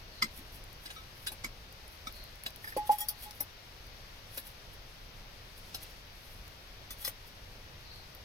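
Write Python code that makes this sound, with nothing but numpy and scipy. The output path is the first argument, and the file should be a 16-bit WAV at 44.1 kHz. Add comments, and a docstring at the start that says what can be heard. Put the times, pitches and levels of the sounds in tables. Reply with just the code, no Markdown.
"""Unpacking a cook set at a snowy forest camp

Gloved hands pull nested metal cookware apart: the kettle and its wire handle clack, a small pan pops free,
rings and scrapes, and the kettle is set down. Contacts are noise bursts, rings are damped modes, scrapes
are grainy noise. Behind them: low rumbling air, a hiss like a far stream, faint high calls, a sleeve."""
import sys
import numpy as np
from scipy import signal
from scipy.fft import rfft, irfft, next_fast_len
from scipy.io import wavfile
from scipy.ndimage import uniform_filter1d, minimum_filter1d, map_coordinates

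SR = 44100
rng = np.random.default_rng(int(sys.argv[2]) if len(sys.argv) > 2 else 0)


def unload_audio(sound):
    """Save the sound as a 16-bit wav file, at the path given as the first command line argument."""
    columns = np.transpose(np.atleast_2d(sound))
    # keep every value between -1 and 1, then stretch to whole-number steps
    steps = np.round(np.clip(columns, -1, 1) * 32767)
    wavfile.write(sys.argv[1], SR, steps.astype(np.int16))


N = 363384

# Tone of the forest beds and the jacket: freq_hz, level_db
AIR_EQ = [(10, -9), (22, -0.5), (38, 1.5), (60, -5), (105, -6), (160, -13.5), (300, -22), (550, -18.5),
          (1200, -30), (3000, -94)]
STREAM_EQ = [(100, -20), (350, -4), (800, -1.5), (1500, -2), (3000, -2), (4600, -3), (6000, -7.5),
             (7200, -21.5), (9000, -31.5), (12000, -31), (13200, -15), (14200, -22), (15500, -22)]
STREAM_RIGHT_EQ = [(1000, 0), (2500, -1.5), (4500, -4), (6000, -3.5), (7500, -5)]
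HISS_EQ = [(4000, -20), (6800, 0), (9300, -1.5), (11000, 2), (12400, 2.5), (13600, -20)]
SLEEVE_EQ = [(500, -11), (2000, -3), (4500, 0), (6500, -5), (9000, -14), (15000, -22)]
# Far high calls: peak_s, relative_db
CALLS = [(.2, -51), (2.2, -50.5), (3.22, -56), (7.94, -49.5)]

# Gloves and rims sliding: peak_s, level_db, swell_s
STROKES = [(.375, -50.5, 0.026), (.55, -54, 0.028), (.86, -58, 0.046), (.95, -60.5, 0.033),
           (1.24, -55, 0.052), (1.93, -59.5, .03), (2.16, -59.5, .07), (2.646, -48, 0.0065),
           (2.685, -48, 0.027), (2.876, -42, 0.0079), (2.93, -41.5, 0.017), (3.01, -47, 0.029),
           (3.098, -42, 0.0075), (3.23, -42.5, 0.021), (3.36, -60, 0.055), (4.36, -47.5, 0.027),
           (4.475, -50.5, .025), (4.738, -52, .008), (5.582, -48.5, 0.012), (5.69, -62, 0.037),
           (5.832, -46, 0.011), (5.91, -57, 0.016), (6.3, -60, 0.12), (7.02, -44.5, .022),
           (7.07, -36.5, 0.013), (7.275, -55.5, 0.015)]
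# Metal meets metal: start_s, knock_db, clack_db, tick_db
CONTACTS = [(.2227, -59, -30.5, -38.5), (.856, -51, -46.5, -56), (.903, -56, -47.5, -59),
            (1.2684, -60, -35.5, -39.5), (1.3171, -52, -50.5, -46), (1.4426, -46, -37, -44),
            (2.0704, -56, -45.5, -56), (2.461, -54, -41.5, -45), (2.768, -40, -43.5, -39.5),
            (2.916, -53, -41.5, -37.5), (2.983, -62, -55, -36.5), (3.005, -67, -55, -34),
            (3.0853, -59, -48, -25), (3.404, -45.5, -46.5, -32), (4.3741, -51.5, -43.5, -36.5),
            (5.7445, -47.5, -44, -41.5), (6.9045, -61, -49.5, -45), (7.047, -62, -40.5, -34.5),
            (7.076, -53, -41, -35)]
# Light ticks of rim and wire: start_s, level_db
LIGHT_TICKS = [(.639, -49), (.7288, -52), (1.7254, -48), (1.879, -52), (2.1247, -50), (2.239, -48.5),
               (2.3561, -51), (2.436, -39), (2.505, -47), (2.5602, -47), (3.3093, -38.5), (3.8677, -53),
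               (6.4788, -46), (8.149, -48)]
# Blows that ring a part: start_s, part, level_db, brightness_db_per_octave, ring_time_ratio
BLOWS = [(.2229, "kettle", -10.5, 0, 0.81), (.856, "pot", -44, -2.5, 1.2), (.9017, "pot", -43, -0.5, 1),
         (.9618, "handle", -48.5, -1, 2.4), (1.269, "pot", -35.5, -4, 0.85), (1.28, "pot", -40.5, 5, 0.83),
         (1.443, "kettle", -35.5, -3, 0.76), (1.443, "lid", -40, 14, .78),
         (2.0698, "handle", -35, -1, 0.68), (2.4619, "pot", -30.5, 3.5, 0.47),
         (2.642, "rim", -40.5, 0, 0.58), (2.673, "rim", -44.5, 3, 1.1), (2.722, "rim", -45, -4, 0.66),
         (2.771, "pan", -29.5, -11.5, 1.08), (2.8935, "pan", -11, -26, 0.35),
         (2.925, "pan", -24.5, -12, 0.34), (2.987, "pan", -47.5, 3, 0.81), (3.012, "pan", -37, 2.5, 0.48),
         (3.105, "pan", -50, -10, 0.61), (3.258, "pan", -45.5, -6, 0.74), (3.404, "pan", -43.5, -5, 0.32),
         (4.379, "pot", -39.5, -1, .8), (5.7448, "pot", -46, 5.5, 0.8), (5.7449, "lid", -31.5, 4, 0.43),
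         (6.9045, "bail", -47, 0.5, 0.75), (7.047, "kettle", -42, 11, 3.3), (7.048, "lid", -33, 1, 0.76),
         (7.05, "bail", -43.5, -6.5, 0.53), (7.078, "bail", -45, 4, 0.37)]
# Pops of the air between nested parts: start_s, level_db
POPS = [(2.7656, -21), (2.893, -29), (4.375, -42), (7.078, -39.5)]
# Bumps on the ground mat: start_s, level_db
BUMPS = [(0.223, -32.5), (.384, -43.5), (.548, -52), (1.4422, -40), (2.072, -47), (2.895, -43),
         (3.403, -53), (4.375, -51)]

# Tone of the rim scrape, dull knock, wall clack and rim tick: freq_hz, level_db
SCRAPE_EQ = [(500, -22), (4000, -7), (7500, -15), (9400, -7.5), (10150, -0.5), (10800, -6.5), (11650, 0.5),
             (12500, -2.5), (14200, -8.5), (16000, -8)]
KNOCK_EQ = [(60, -30), (150, -19), (230, 2.5), (600, -3), (1000, -5.5), (2500, -59)]
CLACK_EQ = [(400, -15), (1200, 0), (2000, -1.5), (3000, -4), (5000, 0.5), (6500, -6), (9000, -6.5),
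            (14000, -37)]
TICK_EQ = [(3000, -23), (5500, -5.5), (7200, -28), (9400, -7), (10300, 4), (11650, 4), (12600, -5.5),
           (14200, 2.5), (15900, -5)]
# How much of a contact both channels have in common: freq_hz, power_share
CONTACT_CENTRE = [(500, 1), (3000, .2), (6000, 0.37), (8500, 0.8), (11000, 0.69), (14000, .3)]

# Modes of each resonator: pitch_hz, level_db, t60_s
KETTLE = [(1042, -19.5, 0.07), (1292, -6, 0.037), (2088, -2, 0.046), (3310, -8, 0.026), (4220, -14, 0.03),
          (4976, 2, 0.019), (5700, -23, 0.059), (8320, -18, 0.026), (10660, -24, 0.037), (11900, -18, .035)]
HANDLE = [(1296, 4.5, 0.098), (2290, -5, 0.11), (3590, -1, 0.11), (3860, -1, 0.063), (4500, -6, 0.059),
          (5700, -4.5, 0.072), (8660, -14, 0.061)]
PAN = [(840.5, 2, 0.23), (1897, -7.5, 0.18), (3295, 0.5, 0.13), (5100, -13, 0.17), (5670, -11, 0.27),
       (7030, -8, 0.11), (7900, -13, .14), (8450, -21, 0.16), (10100, -16, 0.12), (10800, -4, 0.099),
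       (11800, -15, 0.17), (14000, -8, .13), (14300, -5, 0.13)]
POT = [(1660, 5, 0.044), (2160, -13, 0.047), (2530, -6, 0.057), (2904, -2.5, 0.067), (3410, -1.5, 0.058),
       (3850, -2.5, 0.082), (4065, -5.5, 0.094), (8300, -18, 0.036)]
BAIL = [(1203, -1.5, 0.078), (1950, 2, 0.11), (3540, 6, 0.12), (5250, -5, 0.08), (5810, -7, 0.1),
        (6180, 0, 0.14), (8130, -12, 0.13), (9600, -0.5, 0.14)]
LID = [(1610, -12, 0.042), (4120, -3.5, 0.12), (4700, -7, 0.06), (5130, -3, 0.12), (5430, -2.5, 0.038),
       (6140, -3.5, 0.043), (8010, -16, .05), (12000, -19, .04)]
SQUEAK = [(1786, 14, 0.061), (5050, -5.5, 0.14)]  # the pan's rim catching as it lifts
AIR_POCKET = [(525, 0, 0.037)]  # enclosed between pan and pot
MAT_THUD = [(150, -15, .07), (223, -2.5, 0.084), (284, -3, 0.072), (353, -8, 0.061)]  # the set on its ground mat
# Voice of each part, by name: modes, rise_s, chafing_blur_hz
PARTS = {"kettle": (KETTLE, .0012, 7.6), "handle": (HANDLE, 0.0018, 7), "pan": (PAN, 0.0043, 1),
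         "pot": (POT, 0.0021, 27), "bail": (BAIL, 0.0032, 12), "lid": (LID, .0015, 45),
         "rim": (SQUEAK, .004, 48)}

# The cook set's level on the right against the left: freq_hz, gain_db
RIGHT_GAIN = [(300, -1), (850, 0), (1300, -2), (2100, 1.5), (3300, .5), (5000, 0), (9000, 2.5),
              (13000, 0.5)]
# Its phase lead on the right: freq_hz, lead_rad
RIGHT_LEAD = [(100, -0.5), (500, 0.37), (850, 1), (1400, 2), (2100, 5), (3500, 4), (5000, 5), (6500, 7)]
# Colour of the two microphone ports: freq_hz, gain_db
LEFT_MIC_EQ = [(1000, 0), (2300, 1.5), (3400, 2), (4800, 3.5), (6000, 3.5), (7200, -2.5), (8200, -21),
               (9400, -0.5), (12300, -1), (13700, 10.5), (14600, 1), (15600, 5.5)]
RIGHT_MIC_EQ = [(1000, 0), (2300, 1), (4800, -3), (6000, 0), (7200, -1), (8200, 5), (9400, 0), (12300, 0),
                (13700, -2.5), (15600, -11)]

REBOUND_S = .018  # the parts bounce once, this long after a hit


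def amp(db):
    """Decibels to gain."""
    return 10 ** (np.asarray(db) / 20)


def unit(x):
    """Scale to rms 1."""
    return x / np.sqrt(np.mean(x ** 2) + 1e-20)


def curve(points, hz):
    """Read a curve of (freq_hz, value) points on a log frequency axis."""
    freqs, values = np.transpose(points)
    return np.interp(np.log(hz + 1), np.log(freqs + 1), values)


def filtered(x, response):
    """Filter x by a complex function of frequency."""
    size = next_fast_len(N + 8192)
    return irfft(rfft(x, size) * response(np.fft.rfftfreq(size, 1 / SR)), size)[..., :N]


def noise(eq, centre):
    """Coloured stereo noise of rms 1; centre is the share of power common to both channels."""
    common, *sides = rng.standard_normal((3, N))
    pair = np.sqrt(centre) * common + np.sqrt(1 - centre) * np.array(sides)
    return unit(filtered(pair, lambda hz: amp(curve(eq, hz))))


def wobble(rate_hz):
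    """A smooth random modulator."""
    knots = rng.standard_normal(int(N * rate_hz / SR) + 4)
    return map_coordinates(knots, [np.arange(N) * rate_hz / SR])


def add(track, start_s, sound):
    """Mix a sound into a track."""
    span = track[..., max(round(start_s * SR), 0):][..., :sound.shape[-1]]
    span += sound[..., :span.shape[-1]]


def envelope(t, rise_s, t60_s):
    """A quick attack and an exponential decay."""
    return (1 - np.exp(-t / rise_s)) * np.exp(-np.log(1000) * t / t60_s)


def air_rumble():
    """Low air, slowly heaving."""
    return amp(-53 + .9 * wobble(7)) * noise(AIR_EQ, centre=.95)


def far_stream():
    """A wide, steady rush like a far stream, duller and slightly later on the right."""
    left, right = amp(-54 + .3 * wobble(3)) * noise(STREAM_EQ, centre=.19)
    right = filtered(right, lambda hz: amp(curve(STREAM_RIGHT_EQ, hz)))
    return np.array([left, np.roll(right, 20)])


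def fine_hiss():
    """A thin, flickering treble hiss in the centre."""
    return amp(-69 + 1.2 * wobble(25)) * noise(HISS_EQ, centre=1)


def far_calls(pitch_hz, width_hz, swell_s, gain_db):
    """Thin calls, likely a bird's, blurred by the trees into a narrow band."""
    t = np.arange(N) / SR
    white = rng.standard_normal((2, N))
    band = unit(filtered(white, lambda hz: np.exp(-((hz - pitch_hz) / width_hz) ** 2)))
    return band * sum(amp(db + gain_db) * np.exp(-((t - s) / swell_s) ** 2) for s, db in CALLS)


def campsite_reverb(dry, t60_s, wet_db):
    """Tent, table and snow scatter a short, weak tail."""
    t = np.arange(SR // 4) / SR
    tail = rng.standard_normal((2, len(t))) * envelope(t, .003, t60_s)
    tail /= np.linalg.norm(tail[0])
    return dry + amp(wet_db) * signal.fftconvolve(dry, tail, axes=1)[:, :N]


def sleeve_swish(peak_s, swell_s, level_db):
    """The jacket swishes softly as the arm reaches toward the tent."""
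    t = np.arange(N) / SR
    cloth = noise(SLEEVE_EQ, centre=.5)
    swell = np.exp(-((t - peak_s) / swell_s) ** 2)
    return amp(level_db + 1.5 * wobble(120)) * swell * cloth


def scrapes(grain_db, ring_db, width_hz):
    """Sliding rims catch and slip in tiny grains, which sing in the pan's modes."""
    def pan_resonance(hz):
        damping = 1j * hz * width_hz
        return sum(amp(db) * damping / (pitch ** 2 - hz ** 2 + damping) for pitch, db, _ in PAN)

    t = np.arange(N) / SR
    strokes = sum(amp(db) * np.exp(-abs(t - s) / swell_s) for s, db, swell_s in STROKES)
    glove_rustle = amp(-87)  # carries on between strokes
    grains = unit(amp(grain_db * wobble(500) + 1.5 * wobble(45)))
    friction = (glove_rustle + strokes) * grains * noise(SCRAPE_EQ, centre=.9)
    return amp(-2) * filtered(friction, lambda hz: 1 + amp(ring_db) * pan_resonance(hz))


def grazes(lead_s, gain_db):
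    """The parts graze each other just before they meet."""
    ramp = (np.arange(round(SR * lead_s)) / SR / lead_s) ** 2
    force = np.zeros(N)
    for start_s, _, clack_db, _ in CONTACTS:
        add(force, start_s - lead_s, amp(clack_db + gain_db) * ramp)
    return force * noise(CLACK_EQ, centre=.56)


def contact_cues():
    """Every contact, rebound and light tick: start_s, (knock_db, clack_db, tick_db), rise_s, t60_s."""
    for start_s, *levels_db in CONTACTS:
        rise_s = .0026 * .5 ** ((max(levels_db) + 39.5) / 7)  # 7 dB harder is twice as sudden
        yield start_s, np.array(levels_db), rise_s, .06
        yield start_s + REBOUND_S, np.array(levels_db) - 14, rise_s, .06
    for start_s, db in LIGHT_TICKS:
        yield start_s, db + np.array([-24, -6, 0]), .00037, .013


def clacks(chatter_db, ripple_db, spacing_hz):
    """Each contact is a burst of dense, quickly damped vibration: dull knock, wall clack and rim tick."""
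    t = np.arange(SR // 5) / SR
    hz = np.fft.rfftfreq(len(t), 1 / SR)
    colours = np.array([unit(amp(curve(eq, hz))) for eq in (KNOCK_EQ, CLACK_EQ, TICK_EQ)])
    centre = curve(CONTACT_CENTRE, hz)
    track = np.zeros((2, N))
    for start_s, levels_db, rise_s, t60_s in contact_cues():
        # every point of contact picks out other modes of the thin walls
        ripple = map_coordinates(rng.standard_normal(1024), [hz / spacing_hz], mode="wrap")
        wall_modes = unit(amp(ripple_db * ripple))
        common, *sides = rfft(rng.standard_normal((3, len(t))))
        pair = np.sqrt(centre) * common + np.sqrt(1 - centre) * np.array(sides)
        tone = np.sqrt(amp(levels_db) ** 2 @ colours ** 2)
        burst = irfft(pair * wall_modes * tone, len(t))
        shape = envelope(t, rise_s, t60_s)
        add(track, start_s, burst * shape / shape.max())
    return track * amp(chatter_db * wobble(500))  # the rims chatter while they touch


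def ring(modes, rise_s, blur_hz=0, brightness=0, ring_time_ratio=1):
    """One blow rings a set of modes; the grip sets how long they last, and chafing blurs their pitch."""
    t = np.arange(SR // 5) / SR
    hz, db, t60_s = np.transpose(modes)[:, :, None]
    pivot_hz = hz[np.argmax(db - np.log2(hz))]  # a strong, low mode anchors the tilt
    tilt_db = brightness * np.log2(hz / pivot_hz)
    gains = amp(db + tilt_db + .14 * rng.standard_normal(hz.shape))
    phase_drift = np.sqrt(2 * np.pi * abs(blur_hz) / SR) * np.cumsum(rng.standard_normal(len(t)))
    partials = np.sin(2 * np.pi * (hz * t + rng.random(hz.shape)) + phase_drift)
    return np.sum(gains * envelope(t, rise_s, t60_s * ring_time_ratio) * partials, 0)


def mat_bumps(rock_db):
    """The set thuds on its ground mat and rocks once, more softly."""
    track = np.zeros(N)
    for start_s, db in BUMPS:
        add(track, start_s, amp(db) * ring(MAT_THUD, rise_s=.00091))
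        add(track, start_s + REBOUND_S, amp(db + rock_db) * ring(MAT_THUD, rise_s=.0028))
    return track


def air_pops():
    """The air enclosed between nested parts pops with one short, hollow note."""
    track = np.zeros(N)
    for start_s, db in POPS:
        add(track, start_s, amp(db) * ring(AIR_POCKET, rise_s=.00047))
    return track


def metal_rings(rebound_db):
    """Struck parts ring, and again at the rebound."""
    track = np.zeros(N)
    for start_s, part, db, brightness, ring_time_ratio in BLOWS:
        for hit_s, hit_db in (start_s, db), (start_s + REBOUND_S, db + rebound_db):
            add(track, hit_s, amp(hit_db) * ring(*PARTS[part], brightness, ring_time_ratio))
    return track


def cook_set():
    """All the cookware layers in the camp's reverb, reaching left and right unequally and out of step."""
    tones = metal_rings(rebound_db=-21) + air_pops() + mat_bumps(rock_db=-4.5)
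    handling = clacks(chatter_db=1.5, ripple_db=7, spacing_hz=140.2)
    handling += grazes(lead_s=.008, gain_db=-3.5)
    handling += scrapes(grain_db=2.5, ring_db=11.5, width_hz=66)
    left, right = campsite_reverb(tones + handling, t60_s=.073, wet_db=-9.5)
    right = filtered(right, lambda hz: amp(curve(RIGHT_GAIN, hz)) * np.exp(1j * curve(RIGHT_LEAD, hz)))
    return np.array([left, right])


def scene():
    """The cook set and the moving arm in front of the forest."""
    calls = far_calls(pitch_hz=4280, width_hz=430, swell_s=.1, gain_db=-5.5)
    foley = cook_set() + sleeve_swish(peak_s=5.8, swell_s=.16, level_db=-57.5)
    forest = air_rumble() + far_stream() + fine_hiss()
    return forest + calls + foley


def record(dry):
    """The microphone colours each side's treble, a limiter ducks peaks, and a steep cut trims the top."""
    ceiling_db, window_samples, top_hz = -12, 128, 16150
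    coloured = filtered(dry, lambda hz: amp([curve(LEFT_MIC_EQ, hz), curve(RIGHT_MIC_EQ, hz)]))
    needed_gain = np.minimum(1, amp(ceiling_db) / (np.abs(coloured).max(0) + 1e-9))
    smooth_gain = uniform_filter1d(minimum_filter1d(needed_gain, window_samples), window_samples)
    return filtered(coloured * smooth_gain, lambda hz: np.clip((top_hz - hz) / 500, 0, 1))


dry = scene()
out = record(dry)
unload_audio(out)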